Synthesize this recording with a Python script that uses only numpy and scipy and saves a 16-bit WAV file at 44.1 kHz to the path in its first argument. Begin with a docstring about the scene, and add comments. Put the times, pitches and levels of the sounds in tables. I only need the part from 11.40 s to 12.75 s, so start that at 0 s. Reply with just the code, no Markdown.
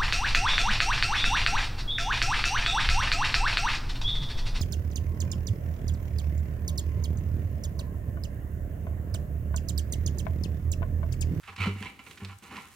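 """A plastic bucket, shoved by a dog over the needle-covered floor of a wood, a few metres from the mic.
Knocked, the hollow bucket booms; its rim judders, clacks and grinds on the soil and sets the wall ringing.
Around it paws scuff the dry litter and twigs snap. The trunks return a thin echo over a low hush of air.
The stereo microphone's two ports hear the scene with slightly different colour and timing."""
import sys
import numpy as np
from scipy import signal
from scipy.fft import rfft, irfft
from scipy.io import wavfile

SR = 44100
rng = np.random.default_rng(int(sys.argv[2]) if len(sys.argv) > 2 else 0)


def master_out(mix):
    """Clip the mix to full scale and print it as 16-bit PCM to the path in sys.argv[1]."""
    frames = np.transpose(np.atleast_2d(mix))
    ceiling = np.clip(frames, -1, 1)
    pcm = np.round(ceiling * 32767).astype(np.int16)
    wavfile.write(sys.argv[1], SR, pcm)


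N = 59535

# knocks on the bucket: t/s, lowest mode f/Hz, boom level/dB, overtone level/dB, overtone rise/s, free ring/s
BUCKET_KNOCKS = [(0.086, 92.2, -43.5, -45.5, 0.01, 0.062), (0.175, 99, -36.5, -41, 0.011, 0.035),
                 (0.1946, 95.1, -24, -31.5, 0.018, 0.074), (0.269, 97.66, -25.5, -20, 0.005, 0.18),
                 (0.36, 101.4, -54, -37, 0.0034, 0.028), (0.408, 102.3, -66, -32.5, 0.0062, 0.05),
                 (0.814, 96.95, -33, -31, 0.015, 0.15), (1.024, 97.4, -72, -51.5, 0.002, 0.0097),
                 (1.115, 96.3, -75, -46.5, 0.0037, 0.06), (1.176, 99.9, -75, -41.5, 0.0066, 0.1)]
# overtones of the bucket: multiple of the lowest mode, level/dB, t60/s
BUCKET_OVERTONES = [(2.0, -5, 0.26), (1.9, -2, 0.033), (2.15, -5, 0.08), (2.6, -11, 0.11),
                    (3.15, -14, 0.04), (4.12, -15.5, 0.24), (4.88, -24, 0.23)]
# shoves along the ground: t/s, rise/s, hold/s, decay/s, rumble level/dB, grind level/dB, rattle level/dB
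BUCKET_SHOVES = [(0.067, 0.014, 0.014, 0.011, -63, -43.5, -43.5),
                 (0.111, 0.015, 0.0068, 0.013, -59, -48, -70),
                 (0.173, 0.012, 0.013, 0.01, -47.5, -42, -38.5),
                 (0.198, 0.0062, 0.042, 0.0095, -44.5, -34.5, -32),
                 (0.252, 0.0051, 0.014, 0.033, -36, -36.5, -36.5),
                 (0.347, 0.0093, 0.1, 0.037, -69, -50, -48.5),
                 (0.414, 0.011, 0.011, 0.023, -49.5, -46, -44),
                 (0.45, 0.0084, 0.0074, 0.023, -45, -43, -41),
                 (0.488, 0.0069, 0.047, 0.22, -57, -60.5, -60.5),
                 (0.588, 0.0058, 0.0026, 0.0093, -52.5, -46, -43),
                 (0.659, 0.0077, 0.013, 0.0045, -51.5, -47.5, -48.5),
                 (0.675, 0.026, 0.016, 0.07, -56, -65, -60),
                 (0.797, 0.008, 0.056, 0.029, -52.5, -51, -59.5),
                 (0.879, 0.018, 0.034, 0.0071, -56, -49, -53.5), (1.02, 0.0081, 0.12, 0.022, -56, -53, -56),
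                 (1.103, 0.012, 0.04, 0.091, -48.5, -45, -55),
                 (1.155, 0.0053, 0.031, 0.033, -68, -44.5, -50.5)]
# spectra of the hollow's rumble, the rim's grinding and the wall's rattle: f/Hz, level/dB
RUMBLE_SPECTRUM = [(25, -51), (60, 2.5), (125, -8), (200, 2), (300, -2.5), (450, -2.5), (650, -21.5),
                   (2000, -50)]
GRIND_SPECTRUM = [(100, -38), (450, 13), (640, -22), (800, -1.5), (1050, 8.5), (1400, -1), (1700, 11.5),
                  (3000, -3), (15000, -22)]
RATTLE_SPECTRUM = [(100, -85), (1400, -6), (1850, 8), (2250, 11.5), (2500, 4.5), (2850, 8.5), (3400, -13.5),
                   (4100, -4.5), (5300, -23), (15000, -46.5)]
# modes of the plastic wall: f/Hz, level/dB, t60/s
LOW_WALL_MODES = [(798, -4.5, 0.23), (985, -7, 0.092), (1020, -2, 0.065), (1125, -0.5, 0.034),
                  (1261, -3, 0.041), (1348.5, 3.5, 0.028), (1457, -6, 0.043)]
HIGH_WALL_MODES = [(1850, -14, 0.09), (2188, 4.5, 0.06), (2319, 1, 0.097), (2840, -13, 0.066),
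                   (2585, 1, 0.17), (2940, 4, 0.14), (4020, -17, 0.3)]
# clacks of the rim on hard ground: t/s, level/dB, centre f/Hz
RIM_CLACKS = [(0.081, -35, 1173), (0.2165, -27, 2360), (0.2385, -30.5, 1196), (0.27, -27.5, 1350),
              (0.456, -44, 990), (0.464, -40.5, 2400), (1.177, -35.5, 1005)]
# paw scuffs: t/s, level/dB, rise/s, decay/s, treble tilt/(dB per octave)
PAW_SCUFFS = [(0.032, -51, 0.001, 0.048, 3.5), (0.161, -42.5, 0.0017, 0.0082, 6.5),
              (0.709, -47.5, 0.0017, 0.014, 7), (0.772, -44, 0.0049, 0.0071, 6)]
# spectrum of litter crushed underfoot: f/Hz, level/dB
SCUFF_SPECTRUM = [(60, 21), (300, -7), (600, -10), (1000, 8), (1600, 9), (2400, 5), (4000, -6.5),
                  (5300, -14), (8000, -23), (15000, -53)]
# twig snaps: t/s, level/dB, centre f/Hz
TWIG_SNAPS = [(0.426, -32, 2200), (0.448, -39, 2700), (0.711, -46, 3900), (0.8485, -35.5, 2900),
              (0.853, -38, 2400), (0.987, -51, 7500), (1.039, -45, 4500), (1.1675, -35, 3200)]
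# rustle of dry needles, one list a stride: t/s, level/dB
NEEDLE_STRIDES = [
    [(0.0, -69), (0.242, -77), (0.336, -67), (0.426, -59.5), (0.6, -77)],
    [(0.6, -75), (0.664, -61), (0.982, -71.5), (0.986, -57.5), (1.015, -107)],
    [(1.015, -107), (1.025, -62), (1.111, -67.5), (1.131, -63), (1.35, -63)],
]
# spectrum of that rustle: f/Hz, level/dB
NEEDLE_SPECTRUM = [(60, -3), (600, -6), (1100, 2), (2500, 2), (4000, 1.5), (5300, -1), (7000, 3),
                   (10500, 1.5), (15500, -4.5)]
# colour of the echo off the trunks: f/Hz, gain/dB
ECHO_COLOUR = [(50, -37), (250, -7.5), (800, -1), (8000, 2.5), (15000, -35)]
# spectrum of the still air in the wood: f/Hz, level/dB
AIR_SPECTRUM = [(20, -44), (50, -10), (90, -1.5), (140, -12), (220, -22), (600, -30), (1100, -20.5),
                (2500, -24.5), (5000, -32), (15000, -38)]
# balance of the microphone ports: f/Hz, left minus right/dB
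PORT_BALANCE = [(100, -1.5), (350, 0.5), (1290, -1.5), (2380, -8), (4400, -3), (8000, -5.5), (15000, 3.5)]

BOOM_T60_S, BOOM_RISE_S, DAMP_S = 0.63, 0.021, 0.013
JUDDER_DEPTH, JUDDER_KNEE_DB = 0.6, -24  # the judder nears full depth once the boom passes the knee
BUMP_DB = 24.5  # the bump at the bite of a shove, over its slips
GRIND_DB, RATTLE_DB, LOW_RING_GAIN, HIGH_RING_GAIN = -5, -4, 0.81, 0.28
WALL_CUT_HZ = 858  # the wall radiates little below this
CLACK_OCTAVES, CLACK_RISE_S = 0.09, 0.0023
SNAP_DECAY_S, SNAP_DB_PER_OCTAVE = 0.0021, 13
NEEDLE_DB, NEEDLE_WIDTH = 3, 0.58
ECHO_DB, ECHO_T60_S, ECHO_ONSET_S = -7.5, 0.27, 0.0024
AIR_DB, AIR_WIDTH = -60, 0.4
LEFT_LEAD_S, LOW_CUT_HZ, HIGH_CUT_HZ = 22e-6, 35, 15900


def bucket_knock(start, hz, boom_db, overtone_db, rise, free_ring):
    """The hollow bucket booms until ground or muzzle damps it."""
    t = np.maximum(times() - start, 0)
    boom = ringing(t, [(hz, boom_db, BOOM_T60_S)]) * swell(t, BOOM_RISE_S)
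    modes = [(ratio * hz, db + overtone_db, t60) for ratio, db, t60 in BUCKET_OVERTONES]
    overtones = ringing(t, modes) * swell(t, rise)
    damping = np.exp(-(np.maximum(t - free_ring, 0) / DAMP_S) ** 2)
    return (boom + overtones) * damping


def rim_scrape(boom):
    """At each shove the rim bumps, then sticks and slips on grit, juddering with the boom."""
    t = times()
    power, bumps = np.zeros((3, N)), np.zeros((3, N))  # rows: rumble, grind, rattle
    for start, rise, hold, decay, *levels_db in BUCKET_SHOVES:
        push = swell(t - start, rise) * np.exp(-np.maximum(t - start - rise - hold, 0) / decay)
        power += np.outer(amp(levels_db), push) ** 2
        bumps[:, round((start + rise) * SR)] += amp(BUMP_DB) * amp(levels_db)
    swing = boom / (abs(signal.hilbert(boom)) + amp(JUDDER_KNEE_DB))
    slips = grains(per_s=4000, spread_db=2) * (1 + JUDDER_DEPTH * swing)
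    rumble, grind, rattle = np.sqrt(power) * slips
    _, low_bumps, high_bumps = bumps
    low = body(grind, GRIND_SPECTRUM) + LOW_RING_GAIN * wall(grind + low_bumps, LOW_WALL_MODES)
    high = body(rattle, RATTLE_SPECTRUM) + HIGH_RING_GAIN * wall(rattle + high_bumps, HIGH_WALL_MODES)
    return body(rumble, RUMBLE_SPECTRUM) + amp(GRIND_DB) * low + amp(RATTLE_DB) * high


def rim_clack(start, db, centre_hz):
    """The rim strikes hard ground; the point of contact picks which wall modes ring."""
    t = np.maximum(times() - start, 0)
    modes = []
    for hz, mode_db, t60 in LOW_WALL_MODES + HIGH_WALL_MODES:
        detuning = np.log2(hz / centre_hz) / CLACK_OCTAVES
        modes.append((hz, mode_db - 20 * np.log10(1 + detuning ** 2), t60))
    ring = ringing(t, modes) * swell(t, CLACK_RISE_S)
    return amp(db) * ring / abs(ring).max()


def body(drive, spectrum):
    """The bucket's broad resonances colour the slips of the rim."""
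    return through(drive, coloured(signal.unit_impulse(N), spectrum))


def wall(drive, modes):
    """The thin plastic wall rings in its modes, radiating little bass."""
    low_cut = signal.butter(4, WALL_CUT_HZ, "highpass", fs=SR, output="sos")
    return through(drive, signal.sosfilt(low_cut, ringing(times(), modes)))


def paw_scuff(start, db, rise, decay, tilt_db):
    """A paw crushes a clump of litter."""
    t = np.maximum(times() - start, 0)
    crunch = unit_rms(coloured(grains(per_s=3500, spread_db=-1), SCUFF_SPECTRUM, tilt_db))
    envelope = np.minimum(t / rise, 1) * np.exp(-np.maximum(t - rise, 0) / decay)
    return amp(db) * crunch * envelope


def twig_snap(start, db, hz):
    """A twig breaks in a burst a few milliseconds long."""
    t = times() - start
    spectrum = [(hz * 2. ** octave, -SNAP_DB_PER_OCTAVE * abs(octave)) for octave in range(-4, 5)]
    burst = unit_rms(coloured(rng.standard_normal(N), spectrum))
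    return amp(db) * burst * (t >= 0) * np.exp(-abs(t) / SNAP_DECAY_S)


def needle_rustle():
    """Dry needles crackle under dog and bucket, a little scattered to either side of the mic."""
    mid, side = (unit_rms(coloured(grains(per_s=1400, spread_db=4), NEEDLE_SPECTRUM)) for _ in range(2))
    level_db = np.interp(times(), *np.vstack(NEEDLE_STRIDES).T)
    return (at_microphone(mid) + NEEDLE_WIDTH * np.array([side, -side])) * amp(NEEDLE_DB + level_db)


def trunk_echo(direct):
    """Scattered echoes from the trunks, as they reach one microphone port."""
    t = times()
    envelope = np.minimum(t / ECHO_ONSET_S, 1) * np.exp(-np.log(1000) * t / ECHO_T60_S)
    reflections = grains(per_s=1700, spread_db=6) * envelope
    return amp(ECHO_DB) * coloured(through(direct, reflections), ECHO_COLOUR)


def still_air():
    """The wood's own ambience, a low steady hush."""
    mid, side = (unit_rms(coloured(rng.standard_normal(N), AIR_SPECTRUM)) for _ in range(2))
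    return amp(AIR_DB) * (mid + AIR_WIDTH * np.array([side, -side]))


def at_microphone(direct):
    """Direct sound reaches the left port just ahead of the right, and in a slightly different colour."""
    hz = np.fft.rfftfreq(2 * N, 1 / SR)
    balance = amp(level_at(PORT_BALANCE, hz))
    left = balance * np.exp(2j * np.pi * hz * LEFT_LEAD_S)
    ports = np.array([left, np.ones(N + 1)]) * 2 / (1 + balance)
    return irfft(rfft(direct, 2 * N) * ports)[:, :N]


def amp(db):
    """Decibels to gain."""
    return 10 ** (np.asarray(db) / 20)


def unit_rms(x):
    """Scales to an rms of 1."""
    return x / np.sqrt(np.mean(x ** 2) + 1e-20)


def times():
    """The time of every sample, in seconds."""
    return np.arange(N) / SR


def swell(t, rise):
    """A smooth rise from 0 to 1."""
    return np.sin(np.pi / 2 * np.clip(t / rise, 0, 1)) ** 2


def ringing(t, modes):
    """A sum of decaying sines, one for each mode."""
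    return sum(amp(db) * np.exp(-np.log(1000) * t / t60) * np.sin(2 * np.pi * hz * t)
               for hz, db, t60 in modes)


def grains(per_s, spread_db):
    """Random clicks of uneven size."""
    size = amp(spread_db * np.minimum(rng.exponential(1, N), 4))
    return unit_rms(size * rng.choice([-1, 1], N) * (rng.random(N) < per_s / SR))


def level_at(spectrum, hz):
    """A spectrum's level in dB, interpolated on a log-frequency axis."""
    points_hz, db = np.transpose(spectrum)
    return np.interp(np.log(hz + 1), np.log(points_hz + 1), db)


def coloured(x, spectrum, tilt_db=0, size=8192):
    """Minimum-phase filter with the given spectrum, tilted per octave above 500 Hz."""
    hz = abs(np.fft.fftfreq(size, 1 / SR))
    octaves = np.log2(np.maximum(hz, 500) / 2000)
    log_gain = np.log(amp(level_at(spectrum, hz) + tilt_db * octaves))
    response = np.exp(np.conj(signal.hilbert(log_gain)))
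    taps = np.fft.ifft(response).real[:size // 2]
    return signal.oaconvolve(x, taps)[:N]


def through(x, response):
    """Convolves with an impulse response scaled to unit energy."""
    return signal.fftconvolve(x, response / np.linalg.norm(response))[:N]


def scene():
    """Bucket and paws a few metres off, with the wood all around the microphone."""
    boom = sum(bucket_knock(*row) for row in BUCKET_KNOCKS)
    bucket = boom + rim_scrape(boom) + sum(rim_clack(*row) for row in RIM_CLACKS)
    paws = sum(paw_scuff(*row) for row in PAW_SCUFFS)
    twigs = sum(twig_snap(*row) for row in TWIG_SNAPS)
    direct = bucket + paws + twigs
    echo = np.array([trunk_echo(direct), trunk_echo(direct)])
    return at_microphone(direct) + echo + needle_rustle() + still_air()


def record(dry):
    """The microphone's low cut and the recorder's band limit."""
    low_cut = signal.butter(2, LOW_CUT_HZ, "highpass", fs=SR, output="sos")
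    band_limit = signal.firwin(511, HIGH_CUT_HZ, window=("kaiser", 9), fs=SR)
    return signal.oaconvolve(signal.sosfilt(low_cut, dry), band_limit[None], "same")


dry = scene()
out = record(dry)
master_out(out)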